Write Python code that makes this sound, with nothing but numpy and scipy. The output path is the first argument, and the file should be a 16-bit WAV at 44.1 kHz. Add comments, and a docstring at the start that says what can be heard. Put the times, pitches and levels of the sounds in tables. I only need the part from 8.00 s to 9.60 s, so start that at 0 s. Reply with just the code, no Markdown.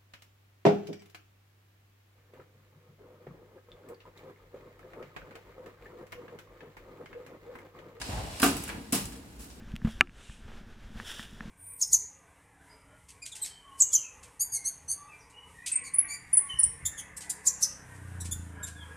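"""A sheet-steel cash drawer is slid over its case and set down in a small storeroom, close to the microphone.
It scrapes, touches down, lands with a clang and rebounds, then shifts and drops again with a bright clash;
last, a hand brushes along the rim. Loose fittings tick throughout, over handling rumble and faint air.
Decaying sine modes make the booms and rings; coloured noise under envelopes makes the clatter and scraping."""
import sys
import numpy as np
from scipy import signal
from scipy.fft import rfft, irfft
from scipy.io import wavfile

SR = 44100
rng = np.random.default_rng(int(sys.argv[2]) if len(sys.argv) > 2 else 0)


def materialize(psi):
    """Save the field psi as 16-bit PCM at rate SR to the path in sys.argv[1].

    A 1-D psi becomes a single channel; in a 2-D psi each row is a channel.
    """
    bounded = np.clip(np.atleast_2d(psi).T, -1, 1)
    quanta = np.round(bounded * 32767).astype(np.int16)
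    wavfile.write(sys.argv[1], SR, quanta)


N = 70560

# tray touches down, lands, rebounds, drops again: (time [s], floor level [dB], wall level [dB],
# support thud level [dB], clang level [dB], clash level [dB], clash hold [s])
LANDINGS = [(.404, -35.5, -47.5, -38, -52, -57, .002), (.4286, -16, -27, -22, -22, -24, 0.015),
            (.4575, -21.5, -37, -41, -42, -33.5, 0.02), (0.9277, -25, -48.5, -21, -43, -28.5, 0.028)]
CONTACT_S = 0.0014  # rise time of walls, clang and clash


def undb(db):
    """Amplitude gain from dB."""
    return 10 ** (np.asarray(db) / 20)


def spectrum(points):
    """Gain of every frequency bin from (frequency [Hz], level [dB]) points, over log frequency."""
    points_hz, points_db = np.array(points, float).T
    bins_hz = np.arange(N // 2 + 1) * SR / N
    return undb(np.interp(np.log(bins_hz + 1), np.log(points_hz), points_db))


def curve(rows, axis=1):
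    """Gain over time from one dB column of a table."""
    rows = np.array(rows, float)
    return undb(np.interp(np.arange(N) / SR, rows[:, 0], rows[:, axis]))


def noise(points):
    """Stereo noise of rms 1 with the given colour; the bass is nearly alike in both channels."""
    # stereo width: (frequency [Hz], side over mid [dB])
    side_over_mid = [(60, -15.5), (200, -18.5), (380, -5), (700, -5), (1300, 3), (2400, -1), (4400, 0),
                     (8000, -1), (16000, -0.5)]
    mid, side = rfft(rng.standard_normal((2, N)))
    width = spectrum(side_over_mid)
    channels = np.array([mid + width * side, mid - width * side])
    x = irfft(channels * spectrum(points) / np.hypot(1, width), N)
    return x / x.std()


def grain(rate_hz, depth_db):
    """Uneven contact: gain of rms 1 running between random dB values, rate_hz of them a second."""
    knots = rng.standard_normal(N)
    gain = undb(depth_db * np.interp(np.arange(N) * rate_hz / SR, np.arange(N), knots))
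    return gain / np.sqrt(np.mean(gain ** 2))


def fade(start_s, t60_s, attack_s, hold_s=0):
    """Envelope of a blow: fast rise, hold, exponential decay."""
    age_s = np.maximum(np.arange(N) / SR - start_s, 0)
    rise = 1 - np.exp(-age_s / attack_s)
    return rise * np.exp(-np.log(1000) * np.maximum(age_s - hold_s, 0) / t60_s)


def ring(modes, start_s, attack_s, spread_rad):
    """Decaying sine modes; each reaches the two channels a little out of step."""
    age_s, out = np.arange(N) / SR - start_s, 0
    for hz, db, t60_s in modes:
        skew = spread_rad * rng.choice([-1, 1]) * np.array([[1], [-1]])
        out = out + undb(db) * fade(start_s, t60_s, attack_s) * np.sin(2 * np.pi * hz * age_s + skew)
    return out


def treble_ripple():
    """An uneven random gain over frequency, strongest in the treble, shared by the metallic noises."""
    ripple_db, spacing_hz = 4.0, 60
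    knots = np.clip(rng.standard_normal(N), -2, 1.5)
    hz = np.arange(N // 2 + 1) * SR / N
    depth_db = ripple_db * np.minimum(hz / 6000, 1)  # full depth from 6 kHz up
    gain = undb(depth_db * np.interp(hz / spacing_hz, np.arange(N), knots))
    return gain / np.sqrt(np.mean(gain ** 2))


def metallic(points, ripple):
    """Metallic noise: noise of the given colour with the uneven gain over frequency."""
    return irfft(rfft(noise(points)) * ripple, N)


def clatter(ripple):
    """The tray lands: a hard clang and a longer, brighter clash begin together, the top dying first."""
    # metallic noise of clang and clash: (frequency [Hz], level [dB per Hz])
    clang_colour = [(100, -14), (280, -2.5), (550, -13), (730, -4), (900, -13.5), (1350, 1.5), (2000, -7.5),
                    (3000, -9), (5000, -26.5), (16000, -21.5)]
    clash_colour = [(300, -1.5), (1000, -0.5), (2500, -2.5), (4000, -2.5), (6000, -2.5), (8000, -1),
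                    (11000, -1), (13000, -6.5), (16000, -8.5)]
    clang_t60_s, snap_t60_s, snap_db = 0.17, 0.046, 5.5
    clash_t60_s, top_damping = 0.29, 0.21
    out = 0
    for s, *_, clang_db, clash_db, hold_s in LANDINGS:
        hard = metallic(clang_colour, ripple)
        snap = undb(snap_db) * hard.mean(0) * fade(s, snap_t60_s, CONTACT_S)  # alike in both channels
        clang = hard * fade(s, clang_t60_s, CONTACT_S) + snap

        bright = metallic(clash_colour, ripple)
        top = irfft(rfft(bright) * spectrum([(4000, -19), (9000, 1), (13000, 10)]), N)
        clash = (bright - top) * fade(s, clash_t60_s, CONTACT_S, hold_s)
        clash = clash + top * fade(s, clash_t60_s / (1 + top_damping), CONTACT_S, hold_s)

        out = out + (undb(clang_db) * clang + undb(clash_db) * clash) * grain(700, 1)
    return out


def booms():
    """The tray lands: modes of its floor, its walls and the support ring on; the walls waver."""
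    # modes of tray floor, tray walls and support: (frequency [Hz], level [dB], t60 [s])
    floor_modes = [(276.1, -0.5, 0.21), (253.6, -5, 0.22), (329, -8, 0.22), (382.3, -12.5, 0.31),
                   (410, -11.5, 0.16), (461.3, -12.5, 0.32)]
    wall_modes = [(689, -1, 0.25), (744.5, 3.5, 0.28), (1032, -9.5, 0.4), (1160, 2, 0.23),
                  (1203, 2.5, 0.17), (1258, -1, 0.28), (1429, -1.5, 0.14), (1470, -2, .18), (1559, 2, 0.17),
                  (1687, -7, .17), (1750, -6, 0.14), (1970, -12.5, 0.24), (2230, -15, .18),
                  (2690, -7, 0.25), (3381, -12, 0.25)]
    thud_modes = [(241.4, 7, 0.06), (197, -7, 0.3), (161.8, -16, 0.36), (130.1, -24.5, 0.66),
                  (358, -8.5, 0.033), (695, -11.5, .12), (1050, -13.5, 0.16)]
    out = 0
    for s, floor_db, wall_db, thud_db, *_ in LANDINGS:
        floor = undb(floor_db) * ring(floor_modes, s, 0.0034, 0.14)
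        thud = undb(thud_db) * ring(thud_modes, s, 0.0042, 0.08)
        walls = undb(wall_db) * ring(wall_modes, s, CONTACT_S, 0.37) * grain(120, 3)
        out = out + floor + thud + walls
    return out


def ticks(ripple):
    """Rails and loose fittings knock and ring briefly: three metallic noise bands plus modes."""
    # light metal contacts: (time [s], level at 1.5 kHz [dB], level at 4.5 kHz [dB],
    # level at 10 kHz [dB], noise t60 [s], rail ring level [dB], fitting ring level [dB])
    contacts = [(0.0148, -35, -35.5, -52, .08, -41, -43.5), (0.3984, -35, -36, -33, 0.056, -45.5, -37),
                (0.418, -35, -32, -29, 0.19, -56, -36), (0.566, -44, -45, -38.5, 0.16, -68, -50),
                (.62, -47, -67, -46.5, 0.29, -68, -67), (.637, -45, -57, -32.5, 0.045, -63, -62),
                (.678, -40.5, -52, -40.5, 0.099, -62, -58), (0.6896, -35.5, -48, -50, 0.073, -40.5, -69),
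                (0.697, -33, -64, -63, 0.065, -49.5, -63), (.852, -56, -75, -66, 0.045, -58, -72),
                (0.9228, -36.5, -35, -26, 0.16, -67, -42), (1.0527, -47, -44, -40, 0.069, -73, -54),
                (1.1205, -51.5, -49, -52, 0.16, -57.5, -64), (1.155, -55, -55, -54, 0.14, -60, -73),
                (1.5, -73, -53, -62, 0.2, -66, -68)]
    # modes of side rails and small steel fittings: (frequency [Hz], level [dB], t60 [s])
    rail_modes = [(970, 0.5, 0.089), (1630, -1.5, 0.078), (1656, 4.5, 0.055), (2240, -3, 0.074),
                  (4290, -7.5, 0.11)]
    fitting_modes = [(2620, -1, 0.091), (3020, -9, 0.12), (5010, 2, 0.11), (8200, 0, 0.057),
                     (8500, -11, .06), (10970, -7, 0.041), (10900, -2.5, 0.059), (13100, -10, .05)]
    low_colour = [(200, -23), (700, -3.5), (1000, -3), (1700, -2), (2800, -5.5), (5000, -18), (16000, -59)]
    mid_colour = [(1000, -45), (3000, -6), (4500, -5), (6000, -5), (9000, -5), (16000, -47)]
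    high_colour = [(3000, -43), (6000, -7.5), (8000, -1.5), (11000, -1.5), (13000, -8.5), (16000, -9)]
    out = 0
    for s, low_db, mid_db, high_db, t60_s, rail_db, fitting_db in contacts:
        knock = undb(low_db) * metallic(low_colour, ripple)
        knock = knock + undb(mid_db) * metallic(mid_colour, ripple)
        knock = knock + undb(high_db) * metallic(high_colour, ripple)
        rails = undb(rail_db) * ring(rail_modes, s, 0.00064, 0.36)
        fittings = undb(fitting_db) * ring(fitting_modes, s, 0.00024, 0.96)
        out = out + knock * fade(s, t60_s, 0.00046) + rails + fittings
    return out * grain(900, -2.5)


def sliding(ripple):
    """Steel drags unevenly over the case; later a hand brushes the rim: noise with rough gains."""
    # sliding: (time [s], scrape level [dB], hiss level [dB])
    slide_levels = [(0, -76, -46.5), (.06, -52.5, -43.5), (.11, -34, -43), (.19, -34.5, -45.5),
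                    (.3, -40.5, -46.5), (.39, -47, -43.5), (.5, -38, -45.5), (.66, -49.5, -46),
                    (.74, -44.5, -54), (.82, -52, -54.5), (.9, -57, -57), (1.1, -55, -68), (1.25, -57, -63),
                    (1.6, -66, -64)]
    # hand along the rim: (time [s], level [dB])
    brush_levels = [(1.385, -60.5), (1.397, -49.5), (1.43, -47.5), (1.458, -51), (1.48, -56.5),
                    (1.6, -62.5)]
    # colours: (frequency [Hz], level [dB])
    scrape_colour = [(100, 17), (260, -5), (400, -1), (600, 4.5), (850, 4), (1300, -4.5), (2600, -9),
                     (5000, -20), (16000, -68)]
    hiss_colour = [(500, 2.5), (1500, -2), (2700, 0), (5000, -1), (6300, -5), (7500, -3), (8200, -1.5),
                   (8800, -3.5), (11000, -9.5), (16000, -18.5)]
    brush_colour = [(400, 2), (1500, -5.5), (3000, -7), (5000, -5.5), (8500, -2), (12000, -6), (16000, -10)]
    scrape = noise(scrape_colour) * curve(slide_levels, axis=1) * grain(160, 1.1)
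    hiss = metallic(hiss_colour, ripple) * curve(slide_levels, axis=2) * grain(400, 0.82)
    brush = metallic(brush_colour, ripple) * curve(brush_levels) * grain(250, 1.3)
    return scrape + hiss + brush


def handling():
    """The moving tray rumbles and its floor drones (noise); it bumps softly on the case (modes)."""
    # handling: (time [s], rumble level [dB], drone level [dB])
    handling_levels = [(0, -47, -71), (.09, -53, -42), (.13, -49, -56), (.25, -44.5, -46),
                       (.34, -46.5, -58), (.42, -54, -69), (.46, -39, -37), (.56, -51, -38.5),
                       (.66, -48, -49), (.78, -48.5, -41), (.87, -58.5, -50), (1.03, -38.5, -49.5),
                       (1.17, -50, -49.5), (1.3, -47.5, -55), (1.42, -53, -54), (1.53, -51.5, -55.5),
                       (1.6, -55, -49)]
    # colours: (frequency [Hz], level [dB])
    rumble_colour = [(20, -36), (35, -20), (46, 1), (64, -2), (85, -13), (140, -14), (200, -17.5),
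                     (400, -24), (1500, -58)]
    drone_colour = [(80, -53), (150, -6.5), (230, -2.5), (275, 0), (320, -7.5), (400, -13.5), (435, -15.5),
                    (468, -5.5), (510, -23.5), (600, -59), (2000, -58)]
    # soft bumps of the tray against the case: (time [s], level [dB])
    bump_levels = [(0.119, -40), (0.179, -39), (0.228, -34), (0.291, -41), (0.441, -41), (.492, -36.5)]
    # modes of the case: (frequency [Hz], level [dB], t60 [s])
    case_modes = [(62.8, 1, 0.17), (51, -13, .16), (150.5, -6.5, 0.22)]
    bumps = sum(undb(db) * ring(case_modes, s, 0.0053, 0.1) for s, db in bump_levels)
    rumble = noise(rumble_colour) * curve(handling_levels, axis=1)
    drone = noise(drone_colour) * curve(handling_levels, axis=2)
    return bumps + rumble + drone


def room(x):
    """Diffuse tail of a small room, damped by cardboard: convolution with decaying noise."""
    t60_s, build_s = 0.39, 0.013
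    colour = [(60, 0), (300, -2), (800, 1.5), (8000, -3), (16000, -2.5)]
    tail = noise(colour) * fade(0, t60_s, build_s)
    tail /= np.sqrt(np.sum(tail ** 2) / 2)  # unit energy per channel on average
    return signal.fftconvolve(x, tail, axes=1)[:, :N]


def air():
    """Steady background: coloured noise."""
    # colour: (frequency [Hz], level [dB])
    air_colour = [(60, 0.5), (300, -10), (600, -3.5), (1500, -4.5), (4000, -14.5), (10000, -35),
                  (16000, -45)]
    return undb(-60) * noise(air_colour)


def scene():
    """The metallic noises share one uneven gain; clatter and ticks carry into the small room."""
    clatter_send_db, tick_send_db = -8.5, -5
    ripple = treble_ripple()
    heavy, light = clatter(ripple), ticks(ripple)
    echo = room(undb(clatter_send_db) * heavy + undb(tick_send_db) * light)
    return booms() + heavy + light + echo + sliding(ripple) + handling() + air()


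def record(dry):
    """Cut the deepest bass with a zero-phase slope and the top with a steep elliptic low-pass."""
    low_cut_hz, top_hz = 40, 16000
    hz = np.arange(N + 1) * SR / (2 * N)
    high_pass = 1 - 1 / (1 + (hz / low_cut_hz) ** 8)
    thin = irfft(rfft(dry, 2 * N) * high_pass)[:, :N]  # zero-padded against wrap-around
    return signal.sosfilt(signal.ellip(10, 0.2, 80, top_hz, fs=SR, output="sos"), thin)


dry = scene()
out = record(dry)
materialize(out)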